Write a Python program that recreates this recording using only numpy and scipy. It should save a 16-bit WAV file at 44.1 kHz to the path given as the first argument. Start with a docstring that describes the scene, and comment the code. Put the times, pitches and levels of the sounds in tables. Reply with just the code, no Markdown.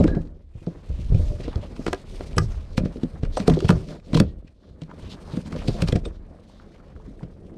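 """A plastic crate is shoved about with other gear on the seat and floor of a parked car, its door open.
Blows thump the low modes of crate, seat and floor; hard edges clack on the trim and ring the walls.
Clumps of tiny slips make the drag over carpet, the scuff on trim and a padded jacket's close rustle.
A catch squeaks once at the start, small hard parts ping, and shoes and clothing tick near the end.
Underneath, the body shell booms with the weight; the cabin gives the hits a short, dull tail."""
import sys
import numpy as np
from scipy import signal
from scipy.fft import rfft, irfft
from scipy.io import wavfile

SR = 44100
rng = np.random.default_rng(int(sys.argv[2]) if len(sys.argv) > 2 else 0)


def digitize_waveform(pressure):
    """Quantize a signal to 16-bit integers and store it at the path in sys.argv[1].

    Rows of a 2-D input are taken as channels; values are limited to [-1, 1].
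    """
    field = np.atleast_2d(pressure).T
    bounded = np.clip(field, -1, 1)
    quanta = np.round(bounded * 32767).astype(np.int16)
    wavfile.write(sys.argv[1], SR, quanta)


N = 333837

# boom modes of the car's shell: f/Hz, width/Hz, relative level/dB
SHELL_MODES = [(31.7, 6.9, 14), (43.7, 11, 12.5), (66.3, 17.2, 7.5)]
# weight shifting on the shell: t/s, boom level/dB
WEIGHT_SHIFTS = [(0.0, -17), (0.4, -47), (0.74, -48.5), (1.14, -22), (1.26, -24), (1.71, -44.5),
                 (2.21, -38), (2.55, -26.5), (3.1, -52), (3.27, -25.5), (3.42, -39), (3.71, -51),
                 (3.94, -49.5), (4.34, -32.5), (4.45, -45), (4.7, -61), (5.48, -43.5), (5.9, -29.5),
                 (6.49, -52), (6.81, -51), (7.08, -40.5), (7.57, -52.5)]
# how hard things rub: t/s, jacket level/dB, drag level/dB, scuff level/dB
RUB_LEVELS = [(0.0, -47, -13, -64), (0.06, -56, -28, -46.5), (0.21, -66.5, -37, -50.5),
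              (0.36, -79, -52, -76.5), (0.59, -64.5, -57, -66), (0.76, -66.5, -51, -61),
              (1.26, -56, -44.5, -55.5), (1.71, -62, -43.5, -55.5), (2.0, -51.5, -40, -53),
              (2.4, -58.5, -42.5, -57), (2.55, -59, -49, -53), (2.78, -66, -47, -61.5),
              (2.93, -62, -44, -57.5), (3.27, -67, -46.5, -60), (3.52, -48, -33.5, -42.5),
              (3.6, -58.5, -37.5, -52.5), (3.92, -55, -34.5, -54.5), (4.11, -62, -38, -55.5),
              (4.28, -81, -39, -65.5), (4.45, -75, -57.5, -73), (4.74, -80, -51, -70),
              (5.02, -60, -43.5, -54), (5.78, -53, -33.5, -48), (5.88, -47, -35, -44),
              (6.09, -75.5, -50, -66), (6.35, -72.5, -48.5, -66), (6.56, -67, -50.5, -60.5),
              (7.57, -73, -44.5, -67)]
# brief dips in the rubbing: middle t/s, depth/dB (negative swells), half length/s
RUB_DIPS = [(0.492, 6.5, 0.061), (0.64, -2, .02), (2.03, 8, 0.08), (3.45, 5, 0.0097), (3.86, 6.5, 0.021),
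            (4.025, 17, 0.035), (4.573, 3, 0.029), (4.85, 4, 0.0063), (5.23, 4.5, 0.041), (5.448, 8, 0.025),
            (5.497, 8.5, 0.0085), (5.857, 9.5, 0.0092), (6.079, -12, 0.024)]
# tone of the jacket's cloth: f/Hz, relative level/dB
JACKET_SPECTRUM = [(940, -23), (1600, -16), (1860, -7.5), (2360, -2.5), (3020, -3.5), (4300, -4),
                   (7820, -13.5), (8440, -12), (9020, -13.5), (13700, -22), (15500, -54.5)]
# tone of scuffing on trim: f/Hz, relative level/dB
SCUFF_SPECTRUM = [(350, -32), (600, -2), (1190, -6), (1280, -7.5), (1830, -12.5), (2400, -20), (3120, -56),
                  (5280, -120)]
# tone of the crate on carpet: f/Hz, relative level/dB
DRAG_SPECTRUM = [(35, -44.5), (60, -7.5), (82, -0.5), (107, -8), (199, -4.5), (241, -8), (339, -12.5),
                 (568, -14.5), (1000, -43), (1300, -47), (2200, -120)]
# single strokes of sleeve or crate over a surface: middle t/s, rms level/dB, centre f/Hz, half length/s
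BRUSH_STROKES = [(0.956, -65.5, 2680, 0.11), (1.268, -63.5, 4770, 0.17), (1.873, -57, 4950, 0.058),
                 (3.343, -50.5, 3900, 0.014), (4.06, -63, 3900, 0.017), (4.277, -62, 3240, 0.031),
                 (5.05, -57, 2920, 0.035), (5.307, -51, 890, 0.036), (1.451, -52.5, 2500, 0.016),
                 (1.633, -54.5, 2670, 0.018), (1.639, -41, 583, 0.0097), (2.433, -51, 4900, 0.017),
                 (3.546, -44, 3900, 0.0037), (3.632, -51, 3830, 0.058), (3.925, -59.5, 3670, 0.042),
                 (4.15, -28, 2940, 0.0044), (4.667, -71, 3620, 0.057), (4.904, -50, 970, 0.012),
                 (5.122, -45.5, 3500, 0.018), (5.331, -50.5, 3670, 0.013), (5.48, -63, 4350, 0.01),
                 (5.607, -50, 2590, 0.023), (5.725, -52, 3930, 0.058), (6.155, -65.5, 3500, 0.019),
                 (6.549, -66.5, 3640, 0.067), (7.531, -48.5, 288, 0.052)]
# faint ticks of shoes and clothing: t/s, peak level/dB, centre f/Hz
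SHOE_TICKS = [(6.287, -48, 630), (6.314, -47, 630), (6.329, -47, 640), (6.346, -46.5, 640),
              (6.388, -51, 1100), (6.498, -47, 872), (6.599, -42, 1310), (6.746, -61, 1610),
              (6.801, -47, 1290), (6.895, -54, 1020), (6.963, -44, 1320), (7.0, -45, 867),
              (7.194, -47.5, 1600), (7.209, -41, 829)]
# small hard parts ringing on one pitch: t/s, f/Hz, level/dB, t60/s
PART_PINGS = [(2.362, 7950, -45, 0.23), (2.363, 10300, -45, 0.13), (3.375, 6000, -39, 0.094),
              (3.376, 8400, -23.5, 0.021), (4.284, 1880, -62, 0.21), (6.052, 3630, -30.5, 0.042),
              (6.055, 8320, -43, 0.06)]
# path of the catch's squeak: t/s, f/Hz, level/dB
CATCH_PATH = [(0.083, 1530, -38), (0.099, 1675, -46.5), (0.155, 1647, -49.5), (0.2, 1660, -54)]
# tone of a plastic edge's chatter: f/Hz, relative level/dB
EDGE_SPECTRUM = [(940, -36.5), (1600, -5.5), (2030, -5), (2650, -5.5), (4860, -7.5), (5500, -9),
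                 (6410, -11.5), (8440, -12.5), (10000, -21.5), (15500, -37.5)]
# modes of the crate's stiff rim: f/Hz, half width/Hz
RIM_MODES = [(2500, 210), (3250, 89), (4250, 480), (5500, 280), (8300, 70)]
# modes of the crate's walls: f/Hz, relative level/dB, t60/s
WALL_MODES = [(882, 2.5, .012), (1024, 3, .02), (1230, 5, 0.011), (1397, 3, 0.011), (1630, -5.5, 0.023),
              (1920, -3, .02)]
# hard edge hits: t/s, burst level/dB, wall level/dB, wall f/Hz, burst f/Hz, nominal chatter t60/s
EDGE_HITS = [(0.0412, -24.5, -24.5, 1450, 2220, 0.053), (0.0788, -31, -29, 1410, 3640, 0.21),
             (0.152, -37.5, -47, 1580, 2090, 0.039), (0.254, -52, -76, 980, 3970, 0.015),
             (0.273, -56, -54, 1460, 2350, 0.02), (0.6677, -42, -42.5, 1210, 3760, 0.098),
             (1.126, -44, -46, 1260, 2040, 0.027), (1.1473, -33, -44, 1320, 2400, 0.033),
             (1.4067, -37, -56, 1620, 2100, 0.051), (1.442, -39, -42, 1800, 4670, 0.15),
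             (1.481, -37, -34, 990, 3410, 0.016), (1.53, -40.5, -38, 1200, 2750, 0.023),
             (1.558, -32, -34.5, 1140, 4750, 0.02), (1.765, -42, -37.5, 1260, 2030, 0.043),
             (1.8657, -23.5, -19.5, 1460, 2800, 0.024), (1.8807, -25.5, -22, 1080, 2050, 0.071),
             (1.9313, -18, -16, 1440, 2490, 0.014), (1.946, -33, -51, 1190, 3020, 0.035),
             (2.2088, -38, -36, 1490, 2800, 0.033), (2.3306, -36.5, -55, 1670, 2680, 0.04),
             (2.3683, -32, -38, 1270, 3030, 0.041), (2.3815, -13.5, -10.5, 1370, 2580, 0.015),
             (2.384, -9.5, -10.5, 1420, 5500, 0.032), (2.7789, -16.5, -19.5, 1230, 3170, 0.065),
             (2.8574, -37.5, -34, 1300, 2040, 0.17), (2.97, -44.5, -46, 1380, 4600, 0.048),
             (3.035, -32, -43, 1550, 3630, 0.06), (3.235, -34.5, -35, 1540, 3070, 0.076),
             (3.253, -34, -35.5, 1520, 2740, 0.098), (3.3729, -24, -17.5, 1090, 5940, 0.078),
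             (3.4028, -24.5, -29, 1450, 2340, 0.16), (3.4789, -14.5, -17.5, 1250, 4000, 0.053),
             (3.4988, -20.5, -23, 1100, 3420, 0.031), (3.5385, -29.5, -43, 1380, 3270, 0.024),
             (3.564, -36, -48, 1160, 3500, 0.012), (3.59, -29.5, -49, 1450, 3540, 0.0078),
             (3.605, -28, -29, 1280, 2760, 0.0087), (3.653, -28, -33, 1340, 3200, 0.085),
             (3.6924, -18, -10.5, 1280, 2920, 0.08), (3.705, -14, -10, 1270, 2550, 0.043),
             (3.889, -39, -41, 1360, 3950, 0.11), (4, -48, -55, 1380, 2200, 0.014),
             (4.133, -26, -26.5, 1130, 2300, 0.059), (4.147, -21.5, -19.5, 1270, 2220, 0.066),
             (4.1736, -17.5, -19, 1060, 3420, 0.12), (4.2008, -9, -16, 1460, 4100, 0.024),
             (4.479, -47.5, -55, 1830, 2500, 0.1), (4.819, -37.5, -41, 1290, 2690, 0.042),
             (4.8346, -39, -60, 1690, 4030, 0.029), (4.9142, -49, -31.5, 1160, 3240, 0.044),
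             (5.371, -35.5, -36, 1590, 3770, 0.04), (5.462, -39.5, -40, 1220, 3610, 0.18),
             (5.527, -31.5, -30, 1320, 2070, 0.081), (5.5636, -36, -33.5, 1150, 3890, 0.036),
             (5.682, -21.5, -43, 1380, 4540, 0.055), (5.8215, -15.5, -24, 1380, 2530, 0.034),
             (5.837, -38, -52, 1420, 2300, 0.03), (5.876, -26, -35, 1560, 2790, 0.029),
             (5.886, -18, -27, 1290, 4550, 0.043), (5.925, -22, -27.5, 1680, 3270, 0.022),
             (5.9599, -25.5, -29, 1590, 2060, 0.061), (6.0554, -31, -33, 1320, 3550, 0.066),
             (7.232, -43.5, -40.5, 1220, 2230, 0.045)]
# modes of crate, seat and floor pan: f/Hz
BODY_MODES = [68, 86, 110, 131, 155, 180, 208, 245, 290, 334, 375, 430, 510, 600, 690]
# dull blows on crate and floor: t/s, peak level/dB, centre f/Hz, upper-mode trim/dB, nominal t60/s
BLOWS = [(0.005, -7.5, 166, -31, 0.062), (0.044, -6, 251.5, -19.5, 0.1), (0.062, -20, 213, -28, .1),
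         (0.08, -13.5, 81, -5, 0.11), (0.114, -21, 301, -24, 0.37), (0.168, -12.5, 173, -12, 0.12),
         (0.553, -26.5, 102, -23, 0.088), (0.62, -31, 121, -17, 0.022), (0.671, -15.5, 176, -6, 0.061),
         (0.705, -37, 400, -25, 0.055), (0.75, -36.5, 300, -19, 0.08), (0.898, -18.5, 67, -31, 0.36),
         (0.991, -25, 131, -22, 0.16), (1.099, -16.5, 95, -33, 0.079), (1.12, -10.5, 109, -37, 0.19),
         (1.147, -10.5, 123, -26, 0.15), (1.194, -13.5, 84, -51, 0.2), (1.306, -22.5, 93, -46, 0.22),
         (1.317, -32.5, 400, -25, 0.068), (1.399, -22.5, 128, -3.5, 0.081), (1.449, -26.5, 116, -7, 0.24),
         (1.479, -20, 75, 14, 0.08), (1.558, -15.5, 76, -12, 0.17), (1.722, -30, 72.5, -9, 0.077),
         (1.793, -21, 213, -7, 0.074), (1.864, -16.5, 183, 14, 0.087), (1.882, -14, 230, -8, 0.052),
         (1.929, -18, 554, -18, 0.045), (2.208, -22, 470, -34, 0.027), (2.368, -14, 102, -15, 0.34),
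         (2.38, -14, 147, -10, 0.14), (2.417, -19.5, 114, -14, 0.4), (2.779, -7, 146, 2, 0.03),
         (2.808, -18.5, 195, -23, 0.12), (2.835, -17.5, 159, -31, 0.066), (2.856, -13.5, 172, -18, 0.1),
         (2.959, -23, 282, -35, 0.078), (3.034, -11, 231, -34, 0.064), (3.139, -27, 99, -25, 0.18),
         (3.232, -11, 96, -18, 0.057), (3.371, -13.5, 606, -44, 0.037), (3.4, -17, 198, -12, 0.14),
         (3.48, -1.5, 204, -10, 0.12), (3.502, -7.5, 182, -15, 0.19), (3.571, -14.5, 414, -32, 0.058),
         (3.624, -18.5, 404, -28, 0.078), (3.646, -9.5, 116.4, -11, 0.051), (3.694, -1, 178, -3.5, 0.12),
         (3.721, -12.5, 129, -20, 0.37), (3.898, -34.5, 175, -15.5, 0.3), (4.133, -9, 183, -17.5, 0.13),
         (4.151, -6, 173.5, -11, 0.15), (4.176, -12, 190, -8, 0.058), (4.202, -2, 190, -6, 0.098),
         (4.22, -14.5, 124, -41, 0.097), (4.446, -34.5, 152, -24, .06), (4.709, -35.5, 70, -30, 0.26),
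         (4.819, -26.5, 189, -15, 0.083), (5.028, -30, 74.6, -22, 0.55), (5.335, -22.5, 190, -16.5, 0.27),
         (5.373, -14.5, 220, -22, 0.042), (5.456, -30.5, 198, -41, 0.33), (5.529, -23.5, 207, -21, 0.15),
         (5.564, -21, 85, -7, 0.098), (5.683, -10.5, 169, -9, 0.11), (5.823, -9.5, 136, -12.5, 0.14),
         (5.888, -15.5, 78, -7, 0.095), (5.927, -7, 113, -8.5, 0.048), (5.956, -9.5, 141, -11.5, 0.082),
         (6.059, -27, 75, 5, 0.38), (6.955, -34, 72, -30, 0.1), (7.079, -32.5, 207, -29, 0.16),
         (7.229, -24, 152, -19, 0.11)]


def from_db(db):
    """Decibels to gain."""
    return 10 ** (np.asarray(db) / 20)


def rms_one(x):
    """Scale to rms 1."""
    return x / np.sqrt(np.mean(x ** 2) + 1e-20)


def peak_at(x, db):
    """Scale to a peak of db."""
    return from_db(db) * x / np.abs(x).max()


def bell(offset, spread):
    """Bell curve, 1 at zero offset."""
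    return np.exp(-.5 * (offset / spread) ** 2)


def curves(rows):
    """Draw each column of a timed table as a curve over the whole scene."""
    times, *columns = np.transpose(rows)
    return [np.interp(np.arange(N) / SR, times, column) for column in columns]


def db_at(spectrum, hz):
    """Read a spectrum on a log-frequency axis."""
    points_hz, db = np.transpose(spectrum)
    return np.interp(np.log(hz), np.log(points_hz), db)


def drift(rate):
    """Smooth random wander of rms 1, changing about rate times a second."""
    hop = 40
    r = np.exp(-2 * np.pi * rate * hop / SR)
    slow = signal.lfilter([1], [1, -2 * r, r * r], rng.standard_normal(N // hop + 2002))[2000:]
    return np.interp(np.arange(N) / hop, np.arange(len(slow)), rms_one(slow))


def resonance(x, hz, width_hz):
    """Two-pole resonance, gain 1 at its peak."""
    r = np.exp(-np.pi * width_hz / SR)
    gain = (1 - r * r) / 2
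    return signal.lfilter([gain, 0, -gain], [1, -2 * r * np.cos(2 * np.pi * hz / SR), r * r], x)


def add(out, s, sound):
    """Mix a short sound in at time s."""
    i = max(round(s * SR), 0)
    out[i:i + len(sound)] += sound[:N - i]


def friction(spectrum, slips_per_s, spread_db, hiss, flicker_db, flicker_rate):
    """Tiny slips of uneven size come in clumps over smooth hiss, coloured and flickering; rms 1."""
    sizes = from_db(spread_db * np.minimum(rng.exponential(1, N), 5)) * rng.choice([-1, 1], N)
    slips = sizes * (rng.random(N) < slips_per_s * from_db(3 * drift(15)) / SR)
    rub = rms_one(slips) + hiss * rng.standard_normal(N)
    hz = np.maximum(np.arange(N // 2 + 1) * SR / N, 1)
    rub = irfft(rfft(rub) * from_db(db_at(spectrum, hz)), N)
    return rms_one(rub * from_db(flicker_db * drift(flicker_rate)))


def after_blows(power, rise_s, t60):
    """A power envelope that swells after each blow and dies away."""
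    kicks, t = np.zeros(N), np.arange(SR) / SR
    np.add.at(kicks, (np.array(BLOWS)[:, 0] * SR).astype(int), power)
    swell = (1 - np.exp(-t / rise_s)) * from_db(-120 * t / t60)
    return np.maximum(signal.fftconvolve(kicks, swell)[:N], 0)


def cabin_reverb(x, level_db=-20, t60=0.13, upholstery_hz=2254):
    """The cabin's short tail, its highs soaked up by upholstery."""
    t = np.arange(SR // 3) / SR
    tail = rng.standard_normal(len(t)) * from_db(-60 * t / t60) * (t > .003)
    tail = signal.lfilter(*signal.butter(1, upholstery_hz, fs=SR), tail)
    return from_db(level_db) * signal.fftconvolve(x, tail / np.sqrt(np.sum(tail ** 2)))[:N]


def shell_boom(rock_db=-16, middling_hz=150):
    """Shell and cabin air rock under shifted weight and after each blow, more after a low one."""
    weight_db, = curves(WEIGHT_SHIFTS)
    _, blow_db, blow_hz, *_ = np.transpose(BLOWS)
    blow_power = from_db(2 * (blow_db + rock_db)) * (middling_hz / blow_hz) ** 1.96
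    rock = after_blows(blow_power, rise_s=0.032, t60=0.36)
    push = rng.standard_normal(N)
    modes = sum(from_db(db) * resonance(resonance(push, hz, width), hz, 2 * width)
                for hz, width, db in SHELL_MODES)
    return np.sqrt(from_db(2 * weight_db) + rock) * rms_one(modes)


def rub_dips():
    """Level ride in dB for the rubbing: it ducks for a moment, or now and then swells."""
    t = np.arange(N) / SR
    return -sum(db * bell(t - s, half_s) for s, db, half_s in RUB_DIPS)


def jacket_rustle(level_db, patch_db=5.0):
    """Cloth crinkles on cloth; as folds come and go, narrow bands stand out in patches."""
    rub = friction(JACKET_SPECTRUM, slips_per_s=2000, spread_db=2.4, hiss=1.0,
                   flicker_db=2.2, flicker_rate=34)
    folds = sum(from_db(patch_db * drift(7)) * resonance(rub, hz, 0.2 * hz)
                for hz in np.geomspace(1800, 8400, 10))
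    return from_db(level_db) * rms_one(rub + folds)


def trim_scuff(level_db):
    """Rubbing on the trim: a fluttering midrange hiss with sparse slips."""
    return from_db(level_db) * friction(SCUFF_SPECTRUM, slips_per_s=230, spread_db=3.2, hiss=2.0,
                                        flicker_db=3.5, flicker_rate=22)


def brush_strokes(width=0.49, grain_db=5.5):
    """Sleeve or crate brushes a surface: a broad, grainy band swells and fades."""
    out, t = np.zeros(N), np.arange(-8192, 8192) / SR
    shape = len(BRUSH_STROKES), len(t)
    grit = rng.standard_normal(shape) * from_db(grain_db * rng.standard_normal(shape))
    for (s, db, hz, half_s), rub in zip(BRUSH_STROKES, grit):
        band = rms_one(resonance(resonance(rub, hz, width * hz), hz, 2 * width * hz))
        add(out, s + t[0], from_db(db) * band * bell(t, half_s))
    return out


def shoe_ticks(width=0.37):
    """Dry ticks of shoes and clothing, each one click through a wide resonance."""
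    out, click = np.zeros(N), signal.unit_impulse(512)
    for s, db, hz in SHOE_TICKS:
        tick = resonance(resonance(click, hz, width * hz), hz, width * hz)
        add(out, s, peak_at(tick, db))
    return out


def part_pings(rise_s=0.0033):
    """Small hard parts ring on one mode each, with a softened attack."""
    out, t = np.zeros(N), np.arange(SR // 4) / SR
    for s, hz, db, t60 in PART_PINGS:
        envelope = from_db(db - 60 * t / t60) * (1 - np.exp(-t / rise_s))
        add(out, s, envelope * np.sin(2 * np.pi * hz * t))
    return out


def catch_squeak(waver_hz=22, flutter_db=4.9, fade_s=0.0055):
    """A short stick-slip whistle, shaky in level and pitch, with a weak second mode."""
    hz, db = curves(CATCH_PATH)
    t = np.arange(N) / SR
    gate = np.clip(np.minimum(t - CATCH_PATH[0][0], CATCH_PATH[-1][0] - t) / fade_s, 0, 1)
    phase = 2 * np.pi * np.cumsum(hz + waver_hz * drift(143)) / SR
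    whistle = np.sin(phase) + .1 * np.sin(2.4 * phase)
    return gate * from_db(db + flutter_db * drift(60)) * whistle


def crate_drag(level_db, slide_db=-14.5, ring_db=-10.5, wander_db=8.6):
    """The crate grinds over carpet and slides on after each blow; body modes drift in and out."""
    slide = after_blows(from_db(2 * (np.array(BLOWS)[:, 1] + slide_db)), rise_s=0.002, t60=0.14)
    rub = friction(DRAG_SPECTRUM, slips_per_s=500, spread_db=3.2, hiss=1.0,
                   flicker_db=1.4, flicker_rate=32)
    ring = sum(from_db(wander_db * drift(2.2)) * resonance(rub, hz, 0.037 * hz) for hz in BODY_MODES[4:])
    return np.sqrt(from_db(2 * level_db) + slide) * rms_one(rub + from_db(ring_db) * ring)


def through_rim(burst, mode_gains, rim_db=-5.0):
    """Chatter briefly rings the stiff rim, each mode with a strength of its own."""
    f = np.arange(len(burst) // 2 + 1) * SR / len(burst)
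    hz, half_width = np.array(RIM_MODES).T[:, :, None]
    modes = np.sum(mode_gains / (1 + 1j * (f - hz) / half_width), axis=0)
    return irfft(rfft(burst) * (1 + from_db(rim_db) * modes))


def wall_ring(t, centre_hz, mode_gains, reach=0.19, rise_s=0.0008):
    """The hollow part of a clack: wall modes near the centre pitch ring and die fast."""
    hz, db, t60 = np.array(WALL_MODES).T[:, :, None]
    strength = bell(np.log(hz / centre_hz), reach) * mode_gains
    modes = strength * from_db(db - 60 * t / t60) * np.sin(2 * np.pi * hz * t)
    return modes.sum(axis=0) * (1 - np.exp(-t / rise_s))


def crate_clacks(bite_s=.002, chatter_db=-3, lift_db=5.5, mode_spread_db=3.0):
    """A plastic edge skids, bites and chatters: a bright burst that rings the rim and walls."""
    size, lead_s = 4096, 1024 / SR
    out, t = np.zeros(N), np.arange(size) / SR
    f = np.maximum(np.arange(size // 2 + 1) * SR / size, 1)
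    before, after = np.minimum(t - lead_s, 0), np.maximum(t - lead_s, 0)
    walls = len(WALL_MODES)
    grits = rng.standard_normal((len(EDGE_HITS), size)) ** 3   # cubed for a spiky grain
    mode_gains = from_db(mode_spread_db * rng.standard_normal((len(EDGE_HITS), walls + len(RIM_MODES), 1)))
    for (s, db, wall_db, wall_hz, burst_hz, t60), grit, gains in zip(EDGE_HITS, grits, mode_gains):
        tilt_db = 0.13 * (db + 22) * np.log2(f / 3000) ** 2 * (f > 3000)   # harder hits are brighter
        bump_db = lift_db * bell(np.log(f / burst_hz), 0.15)
        chatter = irfft(rfft(grit) * from_db(db_at(EDGE_SPECTRUM, f) + tilt_db + bump_db))
        skid = np.exp(before / np.clip(0.056 * t60, .0003, .006))   # long chatter builds more slowly
        fade = np.exp(-after / bite_s) + from_db(chatter_db - 60 * after / np.clip(t60, .006, .15))
        burst = through_rim(chatter * skid * fade, gains[walls:])
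        add(out, s - lead_s, peak_at(burst, db))
        add(out, s, peak_at(wall_ring(t, wall_hz, gains[:walls]), wall_db))
    return out


def crate_thumps(reach=0.24, contact_s=0.0029, upper_hz=417, hard_db=5.0, mode_spread_db=3.46):
    """A soft blow rings body modes near its pitch; a harder one reaches upper modes, which die sooner."""
    out, t = np.zeros(N), np.arange(SR // 4) / SR
    hz = np.array(BODY_MODES)[:, None]
    upper_modes = bell(np.log(hz / upper_hz), 0.36)
    attack = 1 - np.exp(-t / contact_s)
    variations = rng.standard_normal((len(BLOWS), 2, len(BODY_MODES), 1))
    for (s, db, centre_hz, upper_db, t60), (scatter, load) in zip(BLOWS, variations):
        thud = bell(np.log(hz / centre_hz), reach)
        knock = from_db(upper_db + hard_db) * upper_modes * np.sign(load)
        strength = (thud + knock) * from_db(mode_spread_db * scatter)
        fade = from_db(-60 * t / np.clip(t60, .02, .3) * (hz / centre_hz) ** 0.76)
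        loaded_hz = hz * (1 + 0.041 * load)   # grip and load detune the modes from blow to blow
        modes = strength * fade * np.sin(2 * np.pi * loaded_hz * t)
        add(out, s, peak_at(modes.sum(axis=0) * attack, db))
    return out


def scene():
    """Mono mix: hits and squeak with a touch of cabin, over shell boom and dry rubbing."""
    jacket_db, drag_db, scuff_db = curves(RUB_LEVELS) + rub_dips()
    hits = crate_thumps() + crate_clacks() + shoe_ticks() + part_pings() + catch_squeak()
    rubbing = crate_drag(drag_db) + trim_scuff(scuff_db) + jacket_rustle(jacket_db) + brush_strokes()
    return (hits + cabin_reverb(hits) + shell_boom() + rubbing)[None]


def record(dry, stop_hz=15900):
    """Soft saturation rounds the peaks; a steep low-pass takes off the very top."""
    rounded = 1.012 * np.tanh(dry / 0.93)
    return signal.sosfilt(signal.cheby2(12, 70, stop_hz, fs=SR, output="sos"), rounded)


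dry = scene()
out = record(dry)
digitize_waveform(out)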